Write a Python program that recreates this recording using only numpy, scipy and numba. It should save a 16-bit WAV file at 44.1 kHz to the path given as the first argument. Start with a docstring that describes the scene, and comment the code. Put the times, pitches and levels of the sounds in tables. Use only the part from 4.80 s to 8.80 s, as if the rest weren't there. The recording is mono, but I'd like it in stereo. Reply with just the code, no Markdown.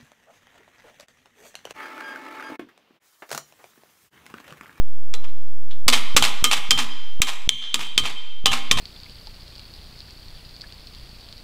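"""Quiet workshop air and a thin whine, then a hammer: one light tap and ten blows on a small steel piece.
Each blow cracks, rings the steel and shakes the steel-mesh workbench under it; after most of them, some
60 ms later, the loose metal drops back and clatters. Twice the steel slides with a short scrape.
The sound is close and nearly mono. A camera's limiter ducks hard at every blow, and its DC offset
follows the gain and makes soft thumps."""
import sys
import numpy as np
from scipy import signal
from scipy.fft import rfft, irfft
from scipy.io import wavfile
from scipy.ndimage import uniform_filter1d, minimum_filter1d
from numba import njit

SR = 44100
rng = np.random.default_rng(int(sys.argv[2]) if len(sys.argv) > 2 else 0)


def pcm_store(signal):
    """Save signal as 16-bit PCM."""
    levels = np.round(np.clip(np.atleast_2d(signal), -1, 1) * 32767)
    wavfile.write(sys.argv[1], SR, levels.astype(np.int16).T)


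N = 176400


def undb(db):
    """Decibels to gain."""
    return 10 ** (np.asarray(db) / 20)


def unit(x):
    """Scale to rms 1."""
    return x / np.sqrt(np.mean(x ** 2) + 1e-20)


def add(out, start_s, x):
    """Mix x into out from start_s on."""
    i = max(int(start_s * SR), 0)
    out[i:i + len(x)] += x[:max(len(out) - i, 0)]


def noise(spectrum, size, tilt=0):
    """Noise of rms 1 with the given spectrum, tilted in dB per octave above about 1 kHz."""
    hz, db = np.array(spectrum).T
    octave = np.log2(np.maximum(np.fft.rfftfreq(size, 1 / SR), 20))
    colour = np.interp(octave, np.log2(hz), db) + tilt * np.maximum(octave, 10)
    return unit(irfft(rfft(rng.standard_normal(size)) * undb(colour - colour.max()), size))


def envelope(t, rise_s, hold_s, t60_s):
    """Straight attack; exponential release from hold_s on."""
    return np.minimum(t / rise_s, 1) * np.exp(-np.log(1000) * np.maximum(t - hold_s, 0) / t60_s)


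def ring(modes, t, scatter_db=7.5):
    """Decaying modes that start at rms 1 together, balanced differently at every contact."""
    hz, db, t60_s = np.array(modes).T[:, :, None]
    size = undb(db + scatter_db * rng.standard_normal(db.shape))
    phase = 2 * np.pi * (hz * t + rng.random(db.shape))
    partials = size * np.sin(phase) * np.exp(-np.log(1000) * t / t60_s)
    return partials.sum(0) / np.sqrt((size ** 2).sum() / 2)


def rattle(spectrum, t, tilt=0, chatter_hz=706.6, depth_db=3.5):
    """The mesh's dense ringing, broken up by its wires chattering."""
    chatter = np.interp(t * chatter_hz, np.arange(len(t)), rng.standard_normal(len(t)))
    return unit(noise(spectrum, len(t), tilt) * undb(depth_db * chatter))


# Colour of the room's air: freq_hz, density_db
AIR_SPECTRUM = [(30, 18.5), (100, 1), (300, 2.5), (700, -4.5), (1500, -11), (2200, -13), (3200, -8),
                (4500, -15), (8000, -19.5), (13000, -21), (15500, -26)]
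# Colour of the faint low noise in the side channel: freq_hz, density_db
SIDE_NOISE_SPECTRUM = [(20, -7), (50, -7), (120, -25), (250, -47), (600, -50), (2000, -42), (15500, -48)]
ROOM_WIDTH = 0.04  # side-to-mid gain of air and reverb

def background(air_db=-50.5, whine_hz=10660, whine_db=-65.5, side_noise_db=-51.5):
    """The bed as mid and side: air, an electrical whine, and faint low side noise for slight width."""
    whine = undb(whine_db) * np.sqrt(2) * np.sin(2 * np.pi * whine_hz * np.arange(N) / SR)
    side_noise = undb(side_noise_db) * noise(SIDE_NOISE_SPECTRUM, N)
    mid = undb(air_db) * noise(AIR_SPECTRUM, N) + whine
    side = ROOM_WIDTH * undb(air_db) * noise(AIR_SPECTRUM, N) + side_noise
    return mid, side


# Hammer hits, cueing the crack, bench and steel layers: start_s, crack_db, tilt_db_per_octave,
# ping_db, rattle_db, bench_tones_db, ring_db, ring_t60_s, lower_mode_db
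HAMMER_BLOWS = [(0.3386, -24.5, 1.5, -24, -29, -34.5, -60.5, 0.14, -8),
                (1.0807, -3, 10.5, -26, -2.5, -17, -21, 0.075, -6),
                (1.3648, -1.5, -2, -18, 3, -17, -34, .08, -16),
                (1.6413, 4, 9, -1.5, -1, -12, -8.5, 0.25, -10),
                (1.9073, 5.5, 1, -0.5, -2.5, -15.5, -3.5, 0.21, -33),
                (2.4179, 7.5, 5, -1, -3, -16, -12, 0.15, -7),
                (2.6912, 16, 1.5, 19.5, -6.5, -6.5, -5.5, 0.91, -34),
                (2.9423, 6, 1, 1.5, -2, -17.5, -5, 0.12, -12),
                (3.1777, 7.5, 0.5, 9, -1.5, -13.5, 1.5, 0.11, -14),
                (3.6577, 5, 0, 4, -2, -7.5, -6, 0.26, 9), (3.912, 3, -4.1, 3, -4.5, -15, -14.5, 0.25, -10)]
# Colour of the crack: freq_hz, density_db
CRACK_SPECTRUM = [(100, -9), (500, -9), (1100, -6.5), (1600, -14), (2400, 9.5), (3400, -0.5), (5000, 2.5),
                  (7500, -3), (11000, -18), (15500, -19)]
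HIT_RISE_S = 0.0009

def hammer_cracks(t, ping_hz=3418, ping_spread=0.067):
    """The transient: each blow's hard contact, with the hammer head's very short ping."""
    out = np.zeros(N)
    contact = envelope(t, HIT_RISE_S, hold_s=0.0016, t60_s=0.0058)
    for start_s, crack_db, tilt, ping_db, *_ in HAMMER_BLOWS:
        crack = unit(noise(CRACK_SPECTRUM, len(t), tilt) * contact) * np.sqrt(np.mean(contact ** 2))
        pitch_hz = ping_hz * (1 + ping_spread * (rng.random() - .5))
        ping = np.sqrt(2) * np.sin(2 * np.pi * pitch_hz * t) * contact
        add(out, start_s, undb(crack_db) * crack + undb(ping_db) * ping)
    return out


# Colour of the shaken mesh: freq_hz, density_db
MESH_SPECTRUM = [(100, -34), (170, -21.5), (260, -4), (370, -13.5), (500, -3.5), (650, -15), (1150, 1),
                 (1550, -3.5), (2300, 0.5), (3400, 2), (4600, -1), (7500, -3.5), (11000, -14), (15500, -21)]
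# Tones of the bench frame: pitch_hz, relative_db, t60_s
BENCH_MODES = [(239.8, -10.5, 0.29), (303, -8, 0.14), (476, 2, 0.14), (789.5, -5, 0.26), (1000, 2, 0.067),
               (1073, -3, 0.26), (1158, -11.5, 0.51), (1230, 2, 0.23), (1307, -8, 0.29), (1750, -10, 0.26),
               (2150, -4.5, 0.41), (2655, -31, 0.75), (3520, 10.5, 0.11), (3956, 7, 0.16)]

def bench_shake(t):
    """The body: each blow shakes the mesh and rings the frame."""
    out = np.zeros(N)
    for start_s, _, _, _, rattle_db, tones_db, *_ in HAMMER_BLOWS:
        mesh = rattle(MESH_SPECTRUM, t) * envelope(t, HIT_RISE_S, hold_s=0, t60_s=0.081)
        add(out, start_s, undb(rattle_db) * mesh + undb(tones_db) * ring(BENCH_MODES, t))
    return out


# Partials of the steel piece: pitch_hz, relative_db, share_of_ring_t60
STEEL_MODES = [(3144, 10.5, 1), (3162, -23, .6), (3470, -22, .3), (5670, -40, .4)]

def steel_ring(t, rise_s=0.0046, lower_hz=2945, linger_hz=3143, linger_db=-23):
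    """The struck piece rings on two close pitches until the grip damps it; a faint note lingers."""
    out = np.zeros(N)
    linger = undb(linger_db) * np.sin(2 * np.pi * linger_hz * t)
    linger *= envelope(t, rise_s, hold_s=0, t60_s=1.23)
    for start_s, *_, ring_db, t60_s, lower_db in HAMMER_BLOWS:
        # The lower bending mode's strength depends on where the blow lands.
        modes = np.vstack([np.array(STEEL_MODES) * [1, 1, t60_s], [lower_hz, lower_db, t60_s]])
        note = ring(modes, t, scatter_db=1) * np.minimum(t / rise_s, 1)
        add(out, start_s, undb(ring_db) * (note + linger))
    return out


# Loose metal falling back on the mesh:
# start_s, touch_db, landing_delay_s, landing_db, tilt_db_per_octave, bench_tones_relative_db
METAL_DROPS = [(.428, -56, 0.012, -39.5, -3.5, -15), (1.125, -12, .007, -9.5, 1, -21),
               (1.4234, -8, 0.015, -9.5, 1.5, -11), (1.712, -7, 0.015, -7, 1.5, -11),
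               (1.975, -12.5, .012, -9, 1, -12), (2.469, -15.5, .015, -11.5, 0.5, -12),
               (2.992, -15, 0.014, -11.5, 0.5, -35), (3.236, -16.5, .018, -7.5, -0.5, -14.5),
               (3.715, -11, 0.014, -8, 0.5, -11.5), (3.971, -12.5, 0.014, -13.5, -0.5, -24)]
# Colour of the clatter: freq_hz, density_db
CLATTER_SPECTRUM = [(100, -29), (170, -24), (260, -14.5), (480, -11), (600, -5.5), (800, -0.5), (1200, 1),
                    (1550, -4), (2300, 1.5), (3500, 1), (4600, -5.5), (7500, -10), (11000, -19),
                    (15500, -28)]

def metal_drops(t, rise_s=0.00083, t60_s=0.14, steel_db=-10.5, rebound_db=-10, rebound_rise_s=0.0094):
    """Loose metal touches the mesh, lands on it fully and settles with a softer rebound."""
    out = np.zeros(N)
    steel_modes = np.array(STEEL_MODES) * [1, 1, t60_s]
    for touch_s, touch_db, delay_s, landing_db, tilt, tones_db in METAL_DROPS:
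        landing_s = touch_s + delay_s
        rebound_s = landing_s + rng.uniform(0.030, 0.044)
        contacts = [(touch_s, touch_db, rise_s), (landing_s, landing_db, rise_s),
                    (rebound_s, landing_db + rebound_db, rebound_rise_s)]
        for start_s, level_db, attack_s in contacts:
            fade = envelope(t, attack_s, hold_s=0.0017, t60_s=t60_s)
            clatter = rattle(CLATTER_SPECTRUM, t, tilt) * fade
            note = undb(steel_db) * ring(steel_modes, t)
            frame = undb(tones_db) * ring(BENCH_MODES, t)
            add(out, start_s, undb(level_db) * (clatter + note + frame))
    return out


# Scrape cues: start_s, length_s, level_db
STEEL_SLIDES = [(0.906, 0.045, -43.5), (2.814, 0.1, -17.5)]
# Colour of the scrape: freq_hz, density_db
SLIDE_SPECTRUM = [(200, -26), (1500, -9), (2600, -9), (3400, 5), (4500, -12.5), (8000, -25.5), (15500, -47)]

def steel_slides(t):
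    """Short gritty scrapes as steel shifts on steel."""
    out = np.zeros(N)
    for start_s, length_s, level_db in STEEL_SLIDES:
        fade = envelope(t, rise_s=0.0046, hold_s=length_s / 4, t60_s=length_s * 4)
        add(out, start_s, undb(level_db) * rattle(SLIDE_SPECTRUM, t) * fade)
    return out


# The workshop's tail, band by band: centre_hz, t60_s, level_db
REVERB_BANDS = [(150, 0.31, 6.5), (500, 0.7, -9.5), (1120, 0.79, -11), (3100, 0.88, -12), (5870, 0.88, -20),
                (9800, 0.47, -16), (15000, 0.44, -15)]

def workshop_reverb(send, t):
    """Diffuse reverberation of the room, shorter in the bass and the high treble."""
    hz, t60_s, db = np.array(REVERB_BANDS).T
    octave = np.log2(np.maximum(np.fft.rfftfreq(len(t), 1 / SR), 1))
    white, tail = rfft(rng.standard_normal(len(t))), 0
    for k, share in enumerate(np.eye(len(hz))):
        fade = envelope(t, rise_s=0.03, hold_s=0, t60_s=t60_s[k])
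        band = irfft(white * np.interp(octave, np.log2(hz), share), len(t))
        tail = tail + undb(db[k]) * band * fade / np.sqrt(np.sum(fade ** 2))
    return signal.fftconvolve(send, tail)[:N]


def scene():
    """The mix: close hammering and its reverb over the quiet bed, in narrow stereo."""
    crack_send_db, steel_send_db, direct_width = -2, -1.5, 0.015
    t = np.arange(SR) / SR
    cracks = hammer_cracks(t[:SR // 10])
    steel = steel_ring(t)
    body = bench_shake(t[:SR // 2]) + metal_drops(t[:SR // 2]) + steel_slides(t)
    direct = cracks + steel + body
    send = undb(crack_send_db) * cracks + undb(steel_send_db) * steel + body
    bed_mid, bed_side = background()
    direct_side = direct_width * np.imag(signal.hilbert(direct))  # slightly widens the close sound
    mid = direct + workshop_reverb(send, t) + bed_mid
    side = direct_side + ROOM_WIDTH * workshop_reverb(send, t) + bed_side
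    return np.array([mid + side, mid - side])


@njit
def recover(allowed, rate_per_s, base):
    """Gain that drops at once and climbs back slowly."""
    out, gain = np.empty(len(allowed)), 1.
    for i in range(len(allowed)):
        gain = min(allowed[i], gain + rate_per_s * (gain + base) / SR)
        out[i] = gain
    return out


def limiter_gain(mono, limit_db=-4.5, lookahead_s=0.014, hold_s=0.07, attack_s=0.00052):
    """The limiter ducks just ahead of each loud hit, holds, then lets go."""
    rms = np.sqrt(np.maximum(uniform_filter1d(mono ** 2, size=88), 1e-12))  # over 2 ms
    ahead, hold = int(lookahead_s * SR), int(hold_s * SR)
    span = ahead + hold + 1
    allowed = minimum_filter1d(np.minimum(undb(limit_db) / rms, 1), span, origin=hold - span // 2)
    block = 147  # samples per gain step
    allowed = np.repeat(allowed.reshape(-1, block).min(1), block)
    duck = 1 - recover(allowed, rate_per_s=1.45, base=0.22)
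    pole = np.exp(-1 / (attack_s * SR))
    return 1 - signal.lfilter([1 - pole], [1, -pole], duck)


def record(dry):
    """The limiter ducks sound and DC offset alike, which thumps; the peaks clip and the top is cut."""
    ceiling, top_hz = undb(-0.2), 15400
    dc_offset = np.array([[0.38], [0.41]])  # left, right
    ducked = (dry + dc_offset) * limiter_gain(dry.mean(0))
    clipped = np.clip(ducked, -ceiling, ceiling)
    lowpass = signal.ellip(8, .2, 70, top_hz, fs=SR, output="sos")
    return dc_offset + signal.sosfilt(lowpass, clipped - dc_offset)


dry = scene()
out = record(dry)
pcm_store(out)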